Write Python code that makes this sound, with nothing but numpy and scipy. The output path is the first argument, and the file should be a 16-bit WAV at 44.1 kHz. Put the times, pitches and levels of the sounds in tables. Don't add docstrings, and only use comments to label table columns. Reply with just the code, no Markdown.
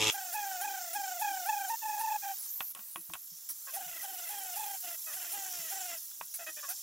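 import sys
import numpy as np
from scipy import signal
from scipy.fft import rfft, irfft, next_fast_len
from scipy.io import wavfile
from scipy.ndimage import uniform_filter1d

SR = 44100
rng = np.random.default_rng(int(sys.argv[2]) if len(sys.argv) > 2 else 0)


def master(y):
    cut = np.clip(np.atleast_2d(y).T, -1, 1)
    pcm = np.round(cut * 32767)
    wavfile.write(sys.argv[1], SR, pcm.astype(np.int16))


N = 300925
T = np.arange(N) / SR

# (start [s], top pitch [Hz], sag [Hz/s], throbs [1/s], delay of the first crest [s],
# relative throb depth [0-1], relative spurt [dB], relative tone [dB], relative overtones [dB],
# fade of the tone [dB/s])
STROKES = [(.122, 796.4, 600, 28, 0.032, 0.62, -37.5, -44.5, -47.5, 56),
           (.326, 854, 580, 24.6, 0.028, 0.32, -37, -39, -43, 26),
           (.61, 827, 580, 30.4, 0.041, 0.81, -38, -40, -42.5, 53),
           (0.929, 822.6, 560, 25, 0.037, 0.63, -37, -39.5, -43.5, 33),
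           (1.196, 842, 600, 33.5, 0.028, 0.63, -37.5, -34.5, -40.5, 54),
           (1.458, 856.6, 540.6, 26.3, .042, 0.7, -38.5, -34, -40.5, 57),
           (1.683, 910.5, 310.1, 25.6, 0.024, 0.45, -37, -35.5, -45.5, 16),
           (1.99, 891, 390, 27, 0.02006, .55, -37, -36.5, -46, -9.5),
           (3.488, 740, 900, 27, 0.033, 0.26, -35.5, -60, -53.5, 28),
           (3.736, 769, 560, 26, 0.04, 0.77, -35, -46, -50.5, 102),
           (4.015, 784.4, 500, 20.8, 0.033, 0.87, -38.5, -51, -51, 48),
           (4.283, 832.4, 550, 25.7, 0.021, 0.5, -39, -49.5, -49, 16),
           (4.557, 861.8, 540, 28.5, .048, 0.71, -38, -44.5, -49, 34),
           (5.13, 755, 600, 24, 0.046, 0.75, -39.5, -57.5, -50, 49),
           (5.316, 822.4, 550, 25.6, 0.033, 0.28, -35.5, -49.5, -48.5, 43),
           (5.698, 793, 560, 23.5, 0.031, 0.44, -38.5, -49, -48, 24),
           (6.339, 717, 500, 27, .03, 0.2, -36, -60, -56, 18),
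           (6.688, 760, 300, 18.9, 0.035, 0.2, -33, -60, -56, 20)]
# (frequency [Hz], relative level [dB])
GRIP = [(200, -28), (340, -7.5), (480, -10), (800, -2), (1150, -9), (1550, 6.5), (1950, 6.5), (2230, -13.5),
        (2550, 10), (2780, -7.5), (3000, -3.5), (3350, -3), (4200, -16), (7450, -5), (8200, -43)]

RATTLE_HZ, RATTLE_END = 108.05, .1035
TURNED_AT = 3


def gain_of(db):
    return 10 ** (np.asarray(db) / 20)


def evened(x):
    return x / np.sqrt(np.mean(x ** 2) + 1e-20)


def read(points, hz):
    f, value = np.transpose(points)
    return np.interp(np.log(hz + 1), np.log(f + 1), value)


def follow(rows):
    s, *columns = np.transpose(rows)
    return [np.interp(T, s, c) for c in columns]


def add(mix, s, sound):
    part = mix[max(round(s * SR), 0):][:len(sound)]
    part += sound[:len(part)]


def coloured(x, points):
    count = x.shape[-1]
    size = next_fast_len(count)
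    filter_gain = gain_of(read(points, np.fft.rfftfreq(size, 1 / SR)))
    return evened(irfft(rfft(x, size) * filter_gain, size)[..., :count])


def wander(hz):
    size = next_fast_len(N)
    smoothing = 1 + (np.fft.rfftfreq(size, 1 / SR) / hz) ** 4
    return evened(irfft(rfft(rng.standard_normal(size)) / smoothing, size)[:N])


def air(spectrum, patchy_db, bright_db=lambda t, hz: 0):
    # (frequency [Hz], likeness [0-1])
    likeness = [(60, 0.87), (300, 0.99), (1000, 0.94), (2500, 1), (6000, 0.99), (10000, 0.42), (15000, 0.9)]
    # (frequency [Hz], left minus right [dB])
    balance = [(300, 0), (1500, 0), (5000, 0), (10000, -2), (15000, -2.5)]
    # (frequency [Hz], phase [rad])
    phase_lead = [(0, 0.014), (7490, 0.05), (8610, 1), (9040, 0.46), (10500, 0.086), (16100, 0.79)]
    frames, hz = N // 128 + 5, np.fft.rfftfreq(512, 1 / SR)
    a, b, c, d, patches = rng.standard_normal((frames, 257, 5)).T
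    patches = uniform_filter1d(patches, size=8, axis=1)
    patches = evened(uniform_filter1d(patches, size=2, axis=0))
    level_db = read(spectrum, hz)[:, None] + bright_db(np.arange(frames) * 128 / SR, hz[:, None])
    level_db = level_db + patchy_db * patches
    same = np.clip(read(likeness, hz), -1, 1)[:, None]
    left = a + 1j * b
    right = same * left + np.sqrt(1 - same ** 2) * (c + 1j * d)
    lean = (gain_of(read(balance, hz) / 2) * np.exp(.5j * read(phase_lead, hz)))[:, None]
    z = np.array([left * lean, right / lean]) * gain_of(level_db)
    return evened(signal.istft(z, nperseg=512, noverlap=384)[1][:, :N])


def workshop(x, wet_db=-22, decay=0.013):
    t = T[:SR // 8]
    bass_cut = signal.butter(2, 450, "high", fs=SR)
    tail = signal.lfilter(*bass_cut, rng.standard_normal((2, len(t))) * np.exp(-t / decay))
    tail /= np.linalg.norm(tail[0])
    return x + gain_of(wet_db) * signal.oaconvolve(x[None], tail, axes=1)[:, :N]


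def rattle(first=0.0055, decay=0.24, between=0.23, growth_db=3):
    # (multiple of the slap rate [1], level [dB])
    hum_parts = [(1, -48.5), (3, -47), (4, -43), (5, -49.5), (6, -66), (7, -54), (8, -46.5), (9, -50),
                 (11, -54)]
    # (frequency [Hz], relative level [dB])
    clatter_colour = [(90, -17), (300, -7.5), (700, -16), (1200, -2.5), (1550, -16), (2050, -6), (2500, -3),
                      (3200, 2), (4400, -10), (5800, -5), (7400, -4), (8500, -15), (12000, -16),
                      (15000, -31)]
    turns = RATTLE_HZ * (T - first)
    hum = sum(np.sqrt(2) * gain_of(db) * np.cos(2 * np.pi * (round(k) * turns + rng.random()))
              for k, db in hum_parts)
    slaps = uniform_filter1d(between + np.exp(-(turns % 1) / decay), size=30)
    slaps = evened(slaps * gain_of(1.0 * wander(103)))
    force_db = -30 + growth_db * (np.minimum(T / RATTLE_END, 1) - .5)
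    clatter = coloured(rng.standard_normal(N), clatter_colour) * slaps * gain_of(force_db)
    heard = np.clip((RATTLE_END - T) / 0.0016, 0, 1)
    return workshop(hum * heard, wet_db=-11, decay=0.017) + workshop(clatter * heard, wet_db=-4, decay=0.015)


def quiet_room():
    # (frequency [Hz], relative level [dB per Hz])
    room_colour = [(25, -15), (80, -3), (170, -0.5), (330, -4.5), (500, -28), (1500, -9), (4000, -23.5)]
    return air(room_colour, patchy_db=1) * gain_of(-81.5)


def spindle(spurt_rise=0.0017, spurt_length=0.038):
    pickup_s, rest_hz = .024, 592.3
    sway = .044
    hz, throb, spurt = np.full(N, 1. * rest_hz), np.zeros(N), np.zeros(N)
    for start, top_hz, sag, rate, delay, depth, spurt_db, *_ in STROKES:
        age = np.clip(T - start, 0, 1)
        sagging = np.maximum(top_hz - sag * (age - pickup_s), rest_hz)
        hz += np.minimum(age / pickup_s, 1) * (sagging - hz)
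        crest = np.pi * abs(np.cos(np.pi * rate * (T - start - delay))) - 2
        throb = np.where(T >= start, 0.814 * depth * crest, throb)
        spurt += gain_of(spurt_db) * np.minimum(age / spurt_rise, 1) * np.exp(-(age / spurt_length) ** 4)
    throb = uniform_filter1d(throb, size=120)
    return hz * (1 + sway * throb), throb, spurt


def pressure():
    # (touches [s], starts to lift [s], weight of the hand [dB])
    cuts = [(.1, 1.742, 0), (1.812, 2.162, 0), (2.214, 2.324, -7), (3.705, 4.756, 0), (4.815, 4.942, 0),
            (5.11, 5.96, 0)]
    touch_s, lift_s, swell_s = 0.029, .024, 0.035
    contact = np.zeros(N)
    for touch, lift, db in cuts:
        held = np.minimum((T - touch) / touch_s, 1 - (T - lift) / lift_s)
        contact += gain_of(db) * np.clip(held, 0, 1) ** 2
    base, upper = np.zeros((2, N))
    for start, *_, tone_db, overtone_db, fade in STROKES:
        age = np.clip(T - start, 0, 1)
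        swell, faded_db = np.minimum(age / swell_s, 1), fade * (age - swell_s)
        share = 0.8 if start < TURNED_AT else 0.042
        base += swell * (gain_of(tone_db - faded_db) - base)
        upper += swell * (gain_of(overtone_db - share * faded_db) - upper)
    grain = gain_of(1.08 * wander(12.7))
    return contact, contact * base, np.sqrt(contact) * upper * grain


def judder(contact, base, growth=0.11, reference_db=-46.5):
    # (frequency [Hz], relative level [dB per Hz])
    judder_colour = [(25, -22), (90, -25), (220, -29), (325, 12.5), (420, -3), (700, 10), (1200, -17)]
    strength = (abs(base) / gain_of(reference_db) + 1e-9) ** growth
    return air(judder_colour, patchy_db=5.5) * contact * strength * gain_of(-69)


def whine(hz, throb, contact, base, upper, throb_db=5.5, overtone_throb_db=3.5, flutter_db=1,
          tone_db=1.0, overtone_db=-1.5, scrape_db=-4, slip=0.0047):
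    # (time [s], half-order share [1], pitch jitter as a share of the pitch [1],
    # scraping noise [0-1])
    chatter = [(.2, .3, 0.015, 0.27), (1.3, .08, 0.008, 0.15), (2.3, .08, 0.014, 0.41),
               (3.8, .4, .025, 0.41), (4.6, .3, 0.02088, 0.36), (5.25, .9, 0.023, 0.49),
               (5.9, .7, 0.02, 0.3)]
    # (frequency [Hz], relative level [dB])
    grip_turned = [(200, -32), (360, -9), (520, 1), (1100, -10), (1520, 4.5), (1760, -5), (1950, 9),
                   (2250, -8.5), (2550, 3.5), (3000, 4), (3350, 3), (4000, -7.5), (6500, -17), (7100, -12),
                   (7500, 8), (7900, -0.5), (8400, 1), (9200, -18)]
    loose, jitter, scraping = follow(chatter)
    bite_cycles = np.cumsum(hz * (1 + jitter * wander(256))) / SR
    uneven_bites = bite_cycles + slip * scraping * wander(270)
    overtones, power = np.zeros(N), np.zeros(N)
    for k in np.arange(1, 23) / 2:
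        if k != 1:
            before, after = read(GRIP, k * hz[T < TURNED_AT]), read(grip_turned, k * hz[T >= TURNED_AT])
            size = gain_of(np.concatenate([before, after])) * (loose if k % 1 else 1)
            overtones -= size * (1 + 0.42 * wander(60)) * np.cos(2 * np.pi * k * uneven_bites)
            power += size ** 2 / 2
    bite_wave = np.cos(2 * np.pi * bite_cycles)
    tone = -np.sqrt(2) * bite_wave * base * gain_of(tone_db + throb_db * throb)
    overtones *= (1 - scraping ** 2) / np.sqrt(power) * gain_of(overtone_db + overtone_throb_db * throb)
    scrape = air(GRIP, patchy_db=6.0) * scraping * (1 + 1.0 * bite_wave)
    scrape *= gain_of(scrape_db + 0.5 * throb)
    cutting = workshop(tone, wet_db=-27.5) + workshop(upper * overtones, wet_db=-51.0) + upper * scrape
    return cutting * gain_of(flutter_db * wander(90)) + judder(contact, base), bite_cycles


def handling(t, hz):
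    # (time [s], change [dB])
    shade_curve = [(2.3, -5.5), (2.5, -1), (3.5, 0), (4.5, 2), (6.8, 2.5)]
    # (time [s], half length [s], centre [Hz],
    # glide [Hz/s], half width [Hz], boost of the band before the hiss is evened out [dB])
    swish_list = [(2.424, 0.044, 10240, -22000, 1098, 10.5), (2.495, .018, 6550, 0, 1200, 12.5),
                  (2.544, 0.058, 13050, 0, 1300, 12), (2.67, 0.061, 12500, -8000, 1200, 13.5),
                  (2.97, 0.094, 10200, 18000, 1300, 9), (3.24, .077, 12130, 8000, 1400, 9)]
    colour_db = np.interp(t, *np.transpose(shade_curve)) * np.exp(-((hz - 11000) / 2200) ** 2)
    for s, length, centre, glide, width, db in swish_list:
        off_centre = (hz - centre - glide * (t - s)) / width
        colour_db = colour_db + db * np.exp(-((t - s) / length) ** 4 - off_centre ** 2)
    return colour_db


def grinding(bite_cycles, throb, spurt, contact, bite=0.59, rasp_db=-1.0, cutting_db=1.5, hiss_db=5.0,
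             spurt_db=-0.5):
    # (time [s], relative level of the rasp [dB], relative level of the hiss [dB])
    running = [(0.13, -47.5, -45), (0.33, -47.5, -44.5), (0.97, -47, -46), (1.15, -47, -45),
               (2.2, -49, -44.5), (2.55, -53.5, -44), (2.68, -58, -45), (2.89, -71, -49),
               (3.2, -55.5, -51.5), (3.37, -52.5, -52.5), (3.76, -52, -47), (4.71, -48, -44.5),
               (4.95, -49, -45), (5.78, -44.5, -45), (5.98, -47.5, -46.5), (6.17, -52.5, -51),
               (6.82, -44.5, -49)]
    # (frequency [Hz], relative level [dB per Hz])
    rasp_colour = [(2500, -35.5), (3300, -10.5), (4200, -11), (4900, -13), (5300, 1.5), (6400, -0.5),
                   (7200, 1.5), (7480, 4.5), (7850, -9.5), (10000, -4), (13000, -38)]
    # (frequency [Hz], relative level [dB per Hz])
    hiss_colour = [(200, -43), (700, -18.5), (1100, -14.5), (2500, -16.5), (4000, -10.5), (6000, -4),
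                   (8500, -4), (9800, -2.5), (11000, 4), (12500, 2), (14000, 6.5), (16000, 3)]
    # (frequency [Hz], relative level [dB per Hz])
    spurt_colour = [(500, -35.5), (1200, -12), (3000, -15), (6000, -3.5), (7800, -9), (9000, 3.5),
                    (12000, 4), (16000, -0.5)]
    rasp_level, hiss_level = follow(running)
    gate = 1 + bite * np.cos(2 * np.pi * bite_cycles)
    gate = evened(gate * gain_of(1.7 * throb + 0.46 * wander(120)))
    rasp = air(rasp_colour, patchy_db=3.5) * gate * gain_of(rasp_level + rasp_db + cutting_db * contact)
    hiss = air(hiss_colour, patchy_db=2.4, bright_db=handling)
    hiss /= np.sqrt(uniform_filter1d((hiss ** 2).mean(0), size=2000))
    hiss *= gain_of(hiss_level + hiss_db + put_aside() + 1.07 * wander(150))
    return rasp + hiss + air(spurt_colour, patchy_db=4.5) * spurt * gain_of(spurt_db)


def bumps():
    # (time [s], level [dB], pitch [Hz])
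    bump_list = [(1.306, -57, 317.5), (2.786, -63, 209), (2.971, -53, 330), (2.984, -61, 180),
                 (3.09, -55, 171), (3.104, -56.5, 324), (3.316, -60.5, 170), (3.5, -64.5, 304),
                 (3.86, -61, 162.4), (5.589, -59, 168.3), (6.212, -66, 170), (6.481, -57, 328)]
    out, t = np.zeros(N), T[:SR // 6]
    u = t / 0.009
    for s, db, hz in bump_list:
        add(out, s, gain_of(db) * u * np.exp(1 - u) * np.sin(2 * np.pi * hz * t))
    return out


def knocks(crack_decay=0.005, tail=0.21, tail_decay=0.012, ring=0.32):
    # (time [s], peak of the crack [dB], brightness [dB per octave], length factor [1])
    knock_list = [(2.606, -23.5, -0.5, 0.51), (2.7498, -29, 12, 0.49), (2.761, -45.5, -4, 3.6),
                  (2.792, -39.5, 1, 1.5), (2.959, -26.5, -2, 0.6), (3.098, -41, -7, 0.91),
                  (3.1364, -23, 8.5, 0.33), (3.143, -35, 1.5, 0.56), (3.153, -35, -3, 0.72),
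                  (6.113, -53, -4, 0.73), (6.2116, -27, -1.5, 0.48)]
    # (frequency [Hz], relative level [dB], time to fall 60 dB at length factor 1 [s])
    bench = [(618, -12, 0.1), (1103, -2.5, 0.12), (1300, -37, 0.095), (1922, -9.5, 0.21),
             (2570, -12.5, 0.25), (2760, -33, 0.11), (3190, 5.5, 0.013), (3600, -46, 0.085),
             (3854, -21, 0.1)]
    # (frequency [Hz], relative level [dB per Hz])
    crack_colour = [(30, -49), (100, -22), (200, -10), (400, -16.5), (800, 6.5), (1700, 2), (2100, -2),
                    (2600, 4), (3200, -2), (3800, -4.5), (5000, -19), (9000, -11.5), (16000, -28)]
    out, t = np.zeros(N), T[:SR // 6]
    for s, db, tilt_db, length in knock_list:
        colour = [(f, level + tilt_db * np.log2(f / 1500)) for f, level in crack_colour]
        fade = np.exp(-t / (crack_decay * length)) + tail * np.exp(-t / tail_decay)
        crack = coloured(rng.standard_normal(len(t)), colour) * fade
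        modes = sum(gain_of(level - 60 * t / (t60 * length)) * np.sin(2 * np.pi * (f * t + rng.random()))
                    for f, level, t60 in bench)
        add(out, s, gain_of(db) * (crack / abs(crack).max() + ring * modes / abs(modes).max()))
    return out


def put_aside(at=2.727, dip_db=-11, recovery_s=0.056):
    dip = (T > at) * np.exp(-((T - at) / recovery_s) ** 2)
    return dip_db * uniform_filter1d(dip, size=400)


def jabs(ring_hz=190, jitter=0.037, grit=1.1):
    # (time [s], length [s], relative level [dB], pitch at start [Hz], pitch at end [Hz],
    # ringing resonance [Hz], its boost [dB])
    jab_list = [(3.667, 0.039, -49, 566, 522, 1137, 16.5), (5.065, 0.075, -50.5, 652, 555, 1120, 13),
                (6.387, 0.059, -48, 702, 658, 715, 9.5), (6.462, 0.042, -42.5, 654, 627, 2650, -3),
                (6.564, 0.0438, -49.5, 635, 570, 2360, 2), (6.626, 0.035, -45.5, 603, 556, 1130, 21),
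                (6.68, 0.052, -48.5, 648, 796, 776, 7.5)]
    out = np.zeros(N)
    f = np.arange(50, 12000, 50)
    for s, length, db, start_hz, end_hz, centre, boost_db in jab_list:
        t = T[:int((length + .03) * SR)]
        hz = np.interp(t, [0, length], [start_hz, end_hz]) * (1 + jitter * wander(360)[:len(t)])
        bite_cycles = np.cumsum(hz) / SR
        bites = evened(sum(np.cos(2 * np.pi * k * bite_cycles) for k in range(1, 12)))
        bites = bites + grit * rng.standard_normal(len(t))
        resonance = boost_db / (1 + ((f - centre) / ring_hz) ** 2)
        colour = read(GRIP, f) + resonance + 5 * np.exp(-((f - 620) / 200) ** 2)
        swell = np.minimum(t / 0.0074, 1) * np.exp(-np.maximum(t - 0.74 * length, 0) / 0.012)
        add(out, s, gain_of(db) * swell * coloured(bites, np.transpose([f, colour])))
    return out


def scene():
    hz, throb, spurt = spindle()
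    contact, base, upper = pressure()
    tone, bite_cycles = whine(hz, throb, contact, base, upper)
    engraving = (tone + grinding(bite_cycles, throb, spurt, contact)) * (T > RATTLE_END)
    return rattle() + engraving + workshop(knocks() + bumps() + jabs(), wet_db=-11.0) + quiet_room()


def record(dry):
    treble_cut = signal.firwin(701, 15820, window=("kaiser", 8), fs=SR)
    return signal.oaconvolve(dry, treble_cut[None], "same")


dry = scene()
out = record(dry)
master(out)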